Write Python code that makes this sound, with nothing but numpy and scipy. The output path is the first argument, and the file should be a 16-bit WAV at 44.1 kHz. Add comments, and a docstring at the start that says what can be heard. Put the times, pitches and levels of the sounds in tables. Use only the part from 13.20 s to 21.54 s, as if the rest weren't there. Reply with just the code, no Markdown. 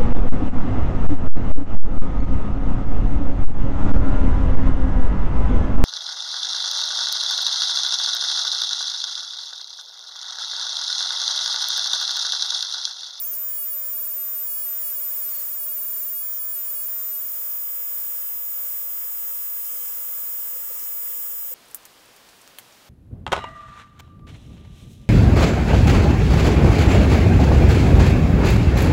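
"""A small CNC router drills a plastic sheet in a hard workshop, one microphone close by.
From the start a loud, very high sine whistles over coloured noise, the hiss of air and spindle; the shaft hums.
At once the stepper motors chirp, a swept stack of harmonics, as on each later rapid move; a thin whine flickers.
Soon decaying low sines knock softly on the bed, and short falling bursts flare on the whine until past 6 s.
Meanwhile the whistle creeps up and weakens, the shaft sags near 5 s, and the last knocks close the scene."""
import sys
import numpy as np
from scipy import signal
from scipy.fft import rfft, irfft, next_fast_len
from scipy.io import wavfile
from scipy.ndimage import uniform_filter1d

SR = 44100
rng = np.random.default_rng(int(sys.argv[2]) if len(sys.argv) > 2 else 0)


def put_to_file(sound):
    """Save the sound as 16-bit audio at rate SR, in the file named by the first command-line argument."""
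    columns = np.atleast_2d(sound).T  # one column per channel
    safe = np.clip(columns, -1, 1)
    whole_steps = np.round(safe * 32767)
    wavfile.write(sys.argv[1], SR, whole_steps.astype(np.int16))


def gain_from_db(level_db):
    """Convert decibel levels to linear amplitude factors (20 dB per decade)."""
    decades = np.asarray(level_db, float) / 20
    return 10 ** decades


N = 367794
TIME = np.arange(N) / SR


def curve(table):
    """Columns of a table, after the time column, as sample-by-sample curves."""
    s, *columns = np.transpose(table)
    return [np.interp(TIME, s, c) for c in columns]


def steps(table, slew_s):
    """A level that holds from one row to the next and slides over in slew_s."""
    s, db = np.transpose(table)
    held = db[np.searchsorted(s, TIME, "right") - 1]
    return uniform_filter1d(held, int(slew_s * SR), mode="nearest")


def colour(points, hz):
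    """dB of a spectrum at the given frequencies, straight on a log axis."""
    f, db = np.transpose(points)
    return np.interp(np.log(hz + 1), np.log(f), db)


def walk(rate):
    """Random levels held 1 / rate s and slewed twice; spread near 1."""
    k = int(SR / rate)
    held = np.repeat(rng.standard_normal(N // k + 1), k)
    return 1.3 * uniform_filter1d(uniform_filter1d(held, k), k)[:N]


def tone(hz, db):
    """A sine of moving pitch and rms level, from a random phase."""
    turns = rng.random() + np.cumsum(hz + 0 * TIME) / SR
    return np.sqrt(2) * gain_from_db(db) * np.sin(2 * np.pi * turns)


def whistle():
    """A nearly pure tone that wanders and trembles a little; it weakens whenever it strays upward."""
    # course of the whistle: t/s, f/Hz, level/dB
    whistle_course = [(0.0, 14840, -27.4), (0.44, 14857, -27.3), (0.68, 14842, -27.3), (1.22, 14855, -27.4),
                      (2.1, 14854, -26.8), (2.2, 14867, -27.8), (2.66, 14838, -27.2), (3.44, 14855, -27.5),
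                      (3.9, 14841, -27.1), (4.14, 14876, -28.3), (4.3, 14868, -26.9), (4.66, 14901, -28.3),
                      (4.76, 14878, -27.6), (5.1, 14904, -28.3), (5.46, 14882, -27.7), (5.96, 14911, -28.8),
                      (6.06, 14902, -27.7), (6.8, 14898, -29.3), (7.2, 14877, -27.8), (7.42, 14907, -30.0),
                      (7.58, 14911, -30.5), (7.8, 14894, -28.7), (8.2, 14905, -29.5), (8.33, 14907, -30.6)]
    sag_db_per_hz = .04
    converter_hz, folded_db = 48000, -73.5
    hz, db = curve(whistle_course)
    wander_hz = 2.8 * walk(11.)
    hz = hz + wander_hz + 2.5 * walk(40.)
    # its ultrasonic third harmonic folds down around the converter rate, louder as the pitch rises
    folded = tone(converter_hz - 3 * hz, folded_db + .1 * (hz - hz.mean()) + walk(10.))
    tremble_db = .2 * walk(12.) + .15 * walk(30.)
    return tone(hz, db - sag_db_per_hz * wander_hz + tremble_db) + folded


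def hiss():
    """Smooth turbulent noise, coloured by the machine's resonances."""
    # overall noise: t/s, level/dB
    hiss_level = [(0, -38.5), (1.2, -37), (2.1, -36.5), (2.4, -37.5), (5.6, -37.5), (7.0, -37), (8.34, -37)]
    # relative spectrum of motor and air rumble: f/Hz, level/dB
    rumble = [(20, -15), (45, -13.5), (140, -15), (230, -17.5), (330, -15), (560, -14), (1432, -12.5),
              (2353, -18.5), (3095, -16), (3854, -23), (4005, -20.5)]
    # relative spectrum of the high hiss, with a steep upper cut-off near 18.2 kHz: f/Hz, level/dB
    high_hiss = [(4301, -21), (6966, -7), (9275, -4.5), (11423, -9.0), (11560, -13), (11650, -18),
                 (11790, -19.5), (13684, -7.5), (16107, -1), (16365, -3.5), (17996, -6.5), (18100, -11),
                 (18200, -27), (18300, -28), (18520, -60)]
    # resonances and cancellations of frame, sheet and walls: f/Hz, width/Hz, level/dB
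    frame = [(420, 80, 1.6), (484, 50, 1.0), (549, 80, 4.4), (743, 130, -3.0), (904, 130, -1.5),
             (1227, 200, 2.0), (1518, 80, -1.5), (2035, 200, 1.5), (2487, 200, -1.2), (2713, 130, 2.1),
             (2972, 130, 1.3), (7750, 130, 2.5), (4167, 200, 2.6), (4587, 320, -2.1), (5006, 200, 4.6),
             (5523, 200, 2.6), (5879, 130, -2.3), (6105, 500, -2.7), (6525, 200, -2.5), (7235, 500, 1.2),
             (8236, 500, -3.4), (8915, 320, 2.7), (10110, 320, -2.4), (10530, 200, 4.2), (11854, 200, -1.9),
             (12209, 130, -4.4), (12500, 200, 1.7), (13404, 500, 3.8), (14115, 130, -2.9),
             (17506, 200, 4.4)]
    size = next_fast_len(N)
    hz = np.arange(size // 2 + 1) * SR / size
    db = colour(rumble + high_hiss, hz)
    for f, width, gain_db in frame:
        db = db + gain_db * np.exp(-4 * np.log(2) * ((hz - f) / width) ** 2)
    noise = irfft(rfft(rng.standard_normal(size)) * gain_from_db(db), size)[:N]
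    return noise / noise.std() * gain_from_db(curve(hiss_level)[0] + 0.4 * walk(8.))


def steppers():
    """The step rate ramps up, holds and ramps down; its harmonics sweep along."""
    # rapid moves: start t/s, stop t/s, full step rate f/Hz,
    # second harmonic level/dB before gantry and swell, third harmonic level/dB at full speed
    moves = [(0.0115, 0.165, 3163.5, -44.5, -52), (2.0755, 2.237, 2233.5, -42, -65),
             (3.1155, 3.1985, 3163.5, -49, -58), (4.0765, 4.3405, 3163.5, -52, -55),
             (6.165, 6.22, 2600.0, -54, -65), (6.441, 6.706, 3163.5, -49, -49.5),
             (7.583, 7.6655, 3163.5, -47.5, -57)]
    # how the gantry radiates the even harmonics: f/Hz, level/dB
    gantry = [(2500, -32), (4000, -22), (4467, -14), (4800, -11), (5050, -2), (5600, 0), (6000, -1.5),
              (6327, -5.5), (6700, -13), (8000, -25)]
    ramp_s = .0275
    out = 0
    for start, stop, top_hz, second_db, third_db in moves:
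        speed = np.clip(np.minimum(TIME - start, stop - TIME) / ramp_s, 0, 1)
        way = np.clip((TIME - start) / (stop - start), 0, 1) - .5
        # harder pull while speeding up or braking
        pull_db = 2.5 * np.clip(10 * (1 - speed), 0, 1)
        # the step tone partly follows the third harmonic
        first_db = -39 + .5 * third_db
        # the fourth follows the second, is stronger in fast moves,
        # and fades along the way as the second swells
        fourth_db = second_db - 17.5 + .007 * top_hz - 3.5 * way
        harmonics_db = first_db, second_db + 3 * way + pull_db, third_db, fourth_db
        for k, db in enumerate(harmonics_db, 1):
            hz = k * top_hz * speed
            if k % 2 == 0:  # even harmonics ring the gantry as they pass
                gain = gain_from_db(colour(gantry, hz)) * (speed > 0)
            else:  # odd ones emerge only near full speed
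                gain = speed ** 6
            out = out + gain * tone(hz, db + 1.2 * walk(40.))
    return out


def knocks():
    """Soft blows, swelling within ms and dying in tens of ms, ring a low mode of the bed."""
    # blows: t/s, envelope peak level/dB, f/Hz
    blows = [(0.406, -52, 573), (0.547, -50, 544), (0.818, -50, 466), (0.966, -50.5, 476),
             (1.998, -52, 511), (4.91, -53, 520), (5.155, -55, 288), (6.211, -54, 497), (6.379, -52, 388),
             (7.356, -46, 502), (7.5, -47, 554), (7.509, -44.5, 494), (8.315, -46, 507)]
    rise_s, t60_s = 0.0053, 0.048
    out, t = np.zeros(N + SR), TIME[:SR // 8]
    shape = (1 - np.exp(-t / rise_s)) * np.exp(-np.log(1000) * t / t60_s)
    for s, peak_db, hz in blows:
        i = int(s * SR)
        out[i:i + len(t)] += gain_from_db(peak_db) * shape / shape.max() * np.sin(2 * np.pi * hz * t)
    return out[:N]


def whine():
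    """A thin flickering driver tone switches between levels; each flare is a short burst that slides down."""
    # the steady whine: from t/s, level/dB
    whine_level = [(0, -66.5), (3.83, -60), (5.17, -65.5), (5.95, -61), (6.36, -68), (7.8, -64.5)]
    # flares: t/s, envelope peak level/dB
    flares = [(0.7781, -51), (0.9594, -54), (1.8537, -50), (2.0058, -47), (2.3735, -51), (2.7551, -51),
              (2.8828, -49), (3.049, -47), (3.5994, -53), (3.7155, -50), (3.8432, -49), (4.0294, -52),
              (4.9894, -49), (5.1437, -51), (6.1994, -50), (6.3694, -53)]
    out = tone(12139 + 3.7 * walk(10.), steps(whine_level, .06) + 1.4 * walk(30.))
    t = TIME[:SR // 20]
    # from 12170 Hz, falling by 7000 Hz/s
    slide = np.sin(2 * np.pi * (12170 * t - 3500 * t ** 2))
    burst = slide * np.exp(-((t - .008) / .007) ** 2)
    for s, peak_db in flares:
        i = int(s * SR)
        out[i:i + len(t)] += gain_from_db(peak_db) * burst
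    return out


def spindle():
    """The shaft tone comes and goes, the resting motors sing thinly, the higher motor tones hold steady."""
    # shaft tone, sagging under load: t/s, f/Hz, level/dB
    shaft_course = [(0, 567, -66), (0.65, 567, -63), (2.4, 567, -67), (3.6, 566, -68), (4.2, 560, -68.5),
                    (5.05, 553, -70), (5.2, 566, -70), (5.8, 566, -75), (8.34, 565, -73)]
    # thin tone of the resting motors that changes with their position: from t/s, level/dB
    hold_level = [(0, -70), (1.1, -64), (2.15, -76), (3.15, -68.5), (5.2, -75)]
    # steady motor tones: f/Hz, level/dB
    motor_tones = [(2274, -69), (4548, -78.5), (6823, -67)]
    hz, db = curve(shaft_course)
    shaft = tone(hz + 1.2 * walk(8.), db + 1.2 * walk(20.))
    holding = tone(5084, steps(hold_level, .1) + walk(5.6))
    steady = sum(tone(f, tone_db + 1.1 * walk(5.)) for f, tone_db in motor_tones)
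    return shaft + holding + steady


def scene():
    """All sources, close to one microphone."""
    return (whistle() + hiss() + steppers() + knocks() + whine() + spindle())[None]


def roll_off(x):
    """The treble ends steeply here."""
    return signal.sosfilt(signal.butter(12, 18550, fs=SR, output="sos"), x)


def record(dry):
    """The microphone's mix, with no room or gain added."""
    return roll_off(dry)


dry = scene()
out = record(dry)
put_to_file(out)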